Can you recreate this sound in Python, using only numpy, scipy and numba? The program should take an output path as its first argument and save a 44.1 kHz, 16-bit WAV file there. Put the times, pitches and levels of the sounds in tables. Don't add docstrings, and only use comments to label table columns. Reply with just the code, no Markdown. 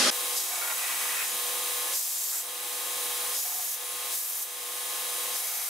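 import sys
import numpy as np
from scipy import signal
from scipy.fft import rfft, irfft, next_fast_len
from scipy.io import wavfile
from scipy.ndimage import uniform_filter1d, map_coordinates
from numba import njit

SR = 44100
rng = np.random.default_rng(int(sys.argv[2]) if len(sys.argv) > 2 else 0)


def to_wav(s):
    ch = np.atleast_2d(s).T
    pcm = np.round(np.clip(ch, -1, 1) * 32767)
    wavfile.write(sys.argv[1], SR, pcm.astype(np.int16))


N = 250929

LAP_HZ, SHAFT_HZ = 21.12, 48.83
BREAK_S, TOP_HZ = .1045, 15750


# start t/s, length t/s, landing t/s, hiss level/dB, bite level/dB,
# closing push level/dB, tilt/(dB per octave), ring-to-hiss level/dB, rasp level/dB, rasp fade t/s
PASSES = [ (0.352, 0.93, 0.021, -36.5, 9, 2.5, 0, -5, -28.5, 0.034),
          (1.923, 0.475, 0.05, -22.5, 1, 1.5, 4, -8.5, -31, .14),
          (3.325, 0.42, 0.068, -24.5, 0, 1.5, 4.5, -6.5, -32, .11),
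          (4.105, .32, 0.06, -23.5, 1, 4, 6.5, -10, -31.5, 0.072),
          (5.325, 0.47, 0.053, -25.5, -2.5, -2.5, 4, -7, -33, 0.065)]

def pass_pressures():
    return [amp(db) * stroke(start, length, landing, lift_s=0.01866)
            * lean(start, length, landing, bite_db, push_db, settle_s=0.175)
            for start, length, landing, db, bite_db, push_db, *_ in PASSES]


# f/Hz, level/dB
HISS_EQ = [(1470, -44), (2500, -14.5), (3500, -6), (4500, 0), (5500, 2.5), (6820, 3), (9780, -1),
           (11800, 1), (15600, -4)]
# f/Hz, width/Hz before width_scale, level/dB
GRIP_MODES = [
    [(6780, 33, 5), (7900, 130, 1), (10350, 90, -1), (11800, 45, 4), (12200, 70, 0)],
    [(6250, 200, -5), (7140, 90, 0), (7680, 50, 7), (8300, 250, -2), (10200, 53, 1), (12100, 78, 1),
     (13800, 30, -1), (15300, 100, -9)],
    [(6200, 70, -7), (6860, 68, 1), (10900, 50, -2), (11270, 130, 4), (12000, 40, 2), (12600, 60, 0),
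     (15100, 200, -4)],
    [(8200, 110, -2), (9100, 46, -11), (9700, 67, -3.5), (10780, 120, 3), (11800, 80, -1), (12100, 68, 8),
     (14600, 42, -2)],
    [(7700, 40, -6), (9100, 140, -4.5), (10300, 40, 1.5), (11000, 59.6, 5), (11500, 50, 6), (12200, 57, 6),
     (14200, 40, 3)],
]

def cutting(run, pressures):
    out = edge_rasp(run)
    for pressure, modes, (*_, tilt_db, ring_db, _, _) in zip(pressures, GRIP_MODES, PASSES):
        bite = grit(run, LAP_HZ, repeat=0.17)
        hiss = stereo(bite, lambda hz: amp(along(HISS_EQ, hz) + tilt_db * np.log2((hz + 1) / TOP_HZ)))
        ring = stereo(noise(), lambda hz: resonances(modes, hz, width_scale=0.82))
        out += pressure * unit(hiss + amp(ring_db) * ring)
    return out * amp(0.18 * wobble(24.8) + 0.96 * wobble(170))


# f/Hz, level/dB
RASP_EQ = [(1500, -43), (3000, -15), (4300, -5), (5100, 1), (6300, -4.5), (7900, -4), (10000, -5),
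           (15500, -18)]

def edge_rasp(run, peak_s=0.032, rise_s=0.036):
    envelope = np.zeros(N)
    for start, *_, rasp_db, fade_s in PASSES:
        past_peak = np.arange(N) / SR - start - peak_s
        envelope += amp(rasp_db) * np.exp(np.minimum(past_peak / rise_s, -past_peak / fade_s))
    return envelope * stereo(grit(run, LAP_HZ, repeat=0.12), eq(RASP_EQ))


# f/Hz, level/dB
ROAR_EQ = [(76, -66), (130, -40), (165, -22), (240, 0.5), (313, -10.5), (619, -3.5), (756, -20), (923, -10),
           (1350, -4.5), (1650, -6), (2200, -8.5), (5060, -5), (7200, -9.5), (8300, -12.5), (9800, -11),
           (12000, -18), (15500, -43)]
# f/Hz, width/Hz, level/dB
ROAR_RING = [(820, 28, 9), (1350, 68, -4), (3170, 120, 2), (3500, 60, -3), (4780, 590, 0), (5040, 260, 5),
             (6000, 320, -3)]

def hard_pass():
    body = stereo(noise(), eq(ROAR_EQ))
    ring = stereo(noise(), lambda hz: resonances(ROAR_RING, hz))
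    return (amp(-21) * body + amp(-30.5) * ring) * amp(0.3 * wobble(194))


# start t/s, length t/s, landing t/s, ring level/dB, scrape level/dB, bite level/dB
BOUTS = [ (.448, 0.274, 0.067, -39, -42, -0.5), (.61, .12, 0.025, -40.5, -56, 6),
         (.74, 0.397, 0.063, -38.5, -41, 1), (1.12, 0.116, 0.051, -34.5, -44.5, 1),
         (2.29, 0.08, 0.061, -42.5, -41, 0.5), (3.419, 0.22, .03, -47.5, -52.5, 5.5),
         (4.23, 0.18, .05, -46.5, -53, -1), (5.385, 0.52, 0.044, -39.5, -49.5, -2.5)]

def bout_strengths():
    bouts = []
    for start, length, landing, ring_db, scrape_db, bite_db in BOUTS:
        force = lean(start, length, landing, bite_db, push_db=0, settle_s=0.18)
        envelope = force * stroke(start, length, landing, lift_s=0.0207)
        bouts.append((amp(ring_db) * envelope, amp(scrape_db) * envelope))
    return bouts


# f/Hz, width/Hz, level/dB
JUDDER_MODES = [
    [(690, 120, 1), (1030, 270, -3), (1380, 180, -6), (1880, 63, -6), (2245, 30, 9.5)],
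    [(660, 100, -9.5), (1060, 80, -9), (1410, 22, 11), (1920, 36, 1)],
    [(1070, 64, -7), (1960, 49, 1), (2286, 37, -0.5), (2560, 300, -5)],
    [(1380, 70, -3), (1830, 400, -0.5), (2520, 150, 3.5)],
    [(1390, 150, 0), (2000, 200, -0.82)],
    [(720, 55, 4), (840, 120, -2), (1140, 180, -8.5), (2160, 180, -8)],
    [(806, 170, -1), (1090, 210, 1), (2280, 100, -1)],
    [(743, 120, 0), (1340, 160, -1), (2160, 190, 3)],
]
# f/Hz, level/dB
SCRAPE_EQ = [(150, -55), (350, -28), (600, 8.5), (1000, 14.5), (1700, 15), (2600, 12.5), (3300, -0.5),
             (6000, -16)]

def chatter(run, bouts):
    out = np.zeros((2, N))
    for (ring, _), modes in zip(bouts, JUDDER_MODES):
        rub = grit(run, LAP_HZ, repeat=.2)
        out += ring * stereo(rub, lambda hz: resonances(modes, hz) * low_cut(hz, 500, order=3))
    scrape = stereo(grit(run, LAP_HZ, repeat=0.22), eq(SCRAPE_EQ))
    out += sum(strength for _, strength in bouts) * scrape
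    lap_swell_db = 0.3 * np.cos(2 * np.pi * LAP_HZ * run)
    return out * amp(lap_swell_db + 0.8 * wobble(30) + 1.1 * wobble(220))


COATING_RIPPLE = [(12, 0.071), (13, 0.039), (27, 0.09)]
# f/Hz, level/dB
SWISH_EQ = [(100, -55), (410, -45), (700, -2), (980, -23.5), (1050, -5), (1100, -11), (1150, -7),
            (1240, -10), (1290, -9.5), (1670, -9), (2050, -8.5), (2450, -8.5), (3110, -7), (3820, -6),
            (4410, -9), (6200, -6), (7000, -5.5), (9000, -2.5), (10300, -3.5), (11200, -4), (11900, -4),
            (15500, -7.5)]
# f/Hz before snapping to a lap harmonic, relative level/dB
GRIT_WHISTLES = [(6228, -58), (6842, -60), (7564, -57), (7687, -58), (7817, -56), (8070, -59),
                 (8786, -54.5), (8893, -56), (9039, -57), (9146, -54), (9550, -57), (9631, -57),
                 (9717, -54), (9905, -55.5), (10137, -56), (10180, -55), (10223, -52), (10287, -56),
                 (10390, -53.5), (10627, -58), (10837, -56), (11386, -57), (11827, -51), (12231, -57),
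                 (12780, -56), (13770, -60)]

def belt(run, load):
    laps = LAP_HZ * run
    coating = 1 + sum(depth * np.cos(2 * np.pi * (round(waves) * laps + rng.random()))
                      for waves, depth in COATING_RIPPLE)
    swish = stereo(grit(run, LAP_HZ, repeat=.64) * coating, eq(SWISH_EQ))
    whistles = sum(amp(db) * tone(round(hz / LAP_HZ) * laps, waver_db=5, spread=0.14)
                   for hz, db in GRIT_WHISTLES)
    return amp(-29.5 - 0.73 * load + 0.19 * wobble(9.5)) * swish + amp(-0.5) * whistles


# shaft order, relative level/dB
HUM_PARTIALS = [(5, -74.5), (7, -66.5), (10, -48.5), (17, -55.5), (22, -47.5), (25, -51.5), (35, -52.5),
                (40, -54), (44, -56.5), (66, -51.5), (74, -59), (76, -53.5), (80, -53)]

def drive_wheel(run, load, damping_db=9, knee_order=23.6):
    hum = np.zeros((2, N))
    for order, db in HUM_PARTIALS:
        loss_db = damping_db * load / np.hypot(1, (order / knee_order) ** 4)
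        hum += amp(db - loss_db) * tone(order * SHAFT_HZ * run, waver_db=1, spread=0.21)
    whir = stereo(grit(run, SHAFT_HZ, repeat=0.28), lambda hz: resonances([(3230, 4300, 0)], hz) ** 2)
    return amp(0.46) * hum + amp(-40 - 2.1 * load) * whir


# f/Hz, level/dB
FRAME_EQ = [(25, -70), (180, -19.5), (270, -16.5), (350, 3.5), (420, -3), (530, 9), (700, -7.5), (860, 9.5),
            (1100, 4), (1500, -5.5), (3000, -65)]
# f/Hz, level/dB
RUMBLE_EQ = [(25, -17), (60, -12.5), (120, -7), (190, -7.5), (250, 0.5), (300, 2), (420, -25), (900, -70)]

def frame_and_stand(run, load):
    frame = stereo(grit(run, LAP_HZ, repeat=0.34), eq(FRAME_EQ))
    rumble = stereo(noise(), eq(RUMBLE_EQ))
    return amp(-46.5 - 2.2 * load) * frame + amp(-69 - 2.5 * load + 4 * wobble(18)) * rumble


# start t/s, length t/s, f/Hz, level/dB
DRONE_NOTES = [ (.105, 0.55, 364, -60.5), (.87, 0.47, 244, -68)]

def drones(run):
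    return sum(amp(db) * stroke(start, length, landing_s=0.035, lift_s=0.023)
               * tone(hz * run, waver_db=2.5, spread=0.18) for start, length, hz, db in DRONE_NOTES)


def motor(contact, slip, half_load_db):
    load = uniform_filter1d(contact ** 2 / (contact ** 2 + amp(half_load_db) ** 2), size=3000)
    return np.cumsum(1 - slip * load) / SR, load


def workshop(x, wet_db, t60):
    t = np.arange(SR // 3) / SR
    tail = rng.standard_normal(len(t)) * amp(-60 * t / t60) * (t > .004)
    wet = signal.fftconvolve(x, tail[None] / np.linalg.norm(tail), axes=1)[:, :N]
    return (x + amp(wet_db) * wet) / np.hypot(1, amp(wet_db))


# f/Hz, left-right likeness (1 is mono)
LIKENESS = [(30, .95), (60, 0.75), (120, 0.88), (240, 0.9), (480, 0.97), (950, 0.58), (1890, 0.43),
            (3770, 0.49), (7520, 0.68), (15000, 0.8)]

def stereo(pair, colour, ripple_db=6):
    def response(hz):
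        angle = np.arccos(np.clip(along(LIKENESS, hz), -1, 1)) / 2
        knots = np.arange(0, SR / 2, 25)
        ripple = np.interp(hz, knots, 2 * rng.random(len(knots)) - 1)
        modes_db = ripple_db * ripple * hz / (hz + 1200)
        return colour(hz) * amp(modes_db) * np.array([np.cos(angle), np.sin(angle)])
    mid, side = filtered(pair, response)
    return unit(np.array([mid + side, mid - side]))


def grit(run, turn_hz, repeat):
    size = int(SR / turn_hz)
    spectrum = np.exp(2j * np.pi * rng.random((2, size // 2)))
    loop = unit(irfft(spectrum, size * 8))
    place = np.linspace(0, 1, loop.shape[1], endpoint=False)
    pattern = np.array([np.interp((turn_hz * run) % 1, place, side) for side in loop])
    return np.sqrt(repeat) * pattern + np.sqrt(1 - repeat) * noise()


def tone(cycles, waver_db, spread):
    phase = 2 * np.pi * (cycles + rng.random()) + spread * rng.choice([-1, 1]) * np.array([[1], [-1]])
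    return np.sqrt(2) * amp(waver_db * wobble(9)) * np.sin(phase)


def stroke(start, length, landing_s, lift_s):
    age = np.arange(N) / SR - start
    return np.clip(age / landing_s, 0, 1) * np.exp(-np.maximum(age - length, 0) / lift_s)


def lean(start, length, landing_s, bite_db, push_db, settle_s, push_s=0.0087):
    age = np.arange(N) / SR - start
    bite = np.exp(-np.maximum(age - landing_s, 0) / settle_s)
    push = np.exp(-np.maximum(length - age, 0) / push_s)
    return amp(bite_db * bite + push_db * push)


def resonances(modes, hz, width_scale=1):
    power = 0
    for centre, width, db in modes:
        damping = hz * width * width_scale
        power += np.abs(amp(db) * damping / (centre ** 2 - hz ** 2 + 1j * damping)) ** 2
    return np.sqrt(power)


def noise():
    return rng.standard_normal((2, N))


def wobble(rate):
    return map_coordinates(rng.standard_normal(int(N * rate / SR) + 4), [np.arange(N) * rate / SR])


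def filtered(x, response):
    size = next_fast_len(N + SR // 4)
    return irfft(rfft(x, size) * response(np.fft.rfftfreq(size, 1 / SR)), size)[..., :N]


def low_cut(hz, corner_hz, order):
    return 1 / np.hypot(1, (corner_hz / (hz + 1)) ** order)


def eq(points):
    return lambda hz: amp(along(points, hz))


def along(points, hz):
    freqs, values = np.transpose(points)
    return np.interp(np.log(hz + 1), np.log(freqs + 1), values)


def amp(db):
    return 10 ** (np.asarray(db) / 20)


def unit(x):
    return x / np.sqrt(np.mean(x ** 2) + 1e-20)


def scene():
    t = np.arange(N) / SR
    pressures, bouts = pass_pressures(), bout_strengths()
    contact = sum(pressures) + amp(6) * np.sum(bouts, axis=(0, 1))
    run, load = motor(contact, slip=.007, half_load_db=-33)
    machine = belt(run, load) + drive_wheel(run, load) + frame_and_stand(run, load) + drones(run)
    steel = cutting(run, pressures) + chatter(run, bouts)
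    work = machine + workshop(steel, wet_db=-8, t60=.3)
    dip = amp(-18 * np.exp(-np.maximum(t - BREAK_S, 0) / 0.0041))
    roaring = np.clip((BREAK_S - t) / .002, 0, 1)
    mix = roaring * hard_pass() + (1 - roaring) * dip * work
    return mix * amp([[.2], [-.2]])


@njit
def follow(level, attack_s, release_s):
    out, state = np.empty_like(level), 1.0
    for i in range(len(level)):
        state += (level[i] - state) / (SR * (attack_s if level[i] > state else release_s))
        out[i] = state
    return out


def gain_control(x, threshold_db, sense_hz, fast_slope, slow_slope):
    treble = filtered(x.mean(0), lambda hz: low_cut(hz, sense_hz, order=4))
    level = np.sqrt(np.abs(uniform_filter1d(treble ** 2, size=300))) / amp(threshold_db)
    fast = follow(level, attack_s=0.012, release_s=0.24)
    slow = follow(level, attack_s=3.8, release_s=11.0)
    return x * np.maximum(fast, 1) ** -fast_slope * np.maximum(slow, 1) ** -slow_slope


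def record(dry):
    ducked = gain_control(dry, threshold_db=-32, sense_hz=8700, fast_slope=0.79, slow_slope=.35)
    return filtered(ducked, lambda hz: hz < TOP_HZ)


dry = scene()
out = record(dry)
to_wav(out)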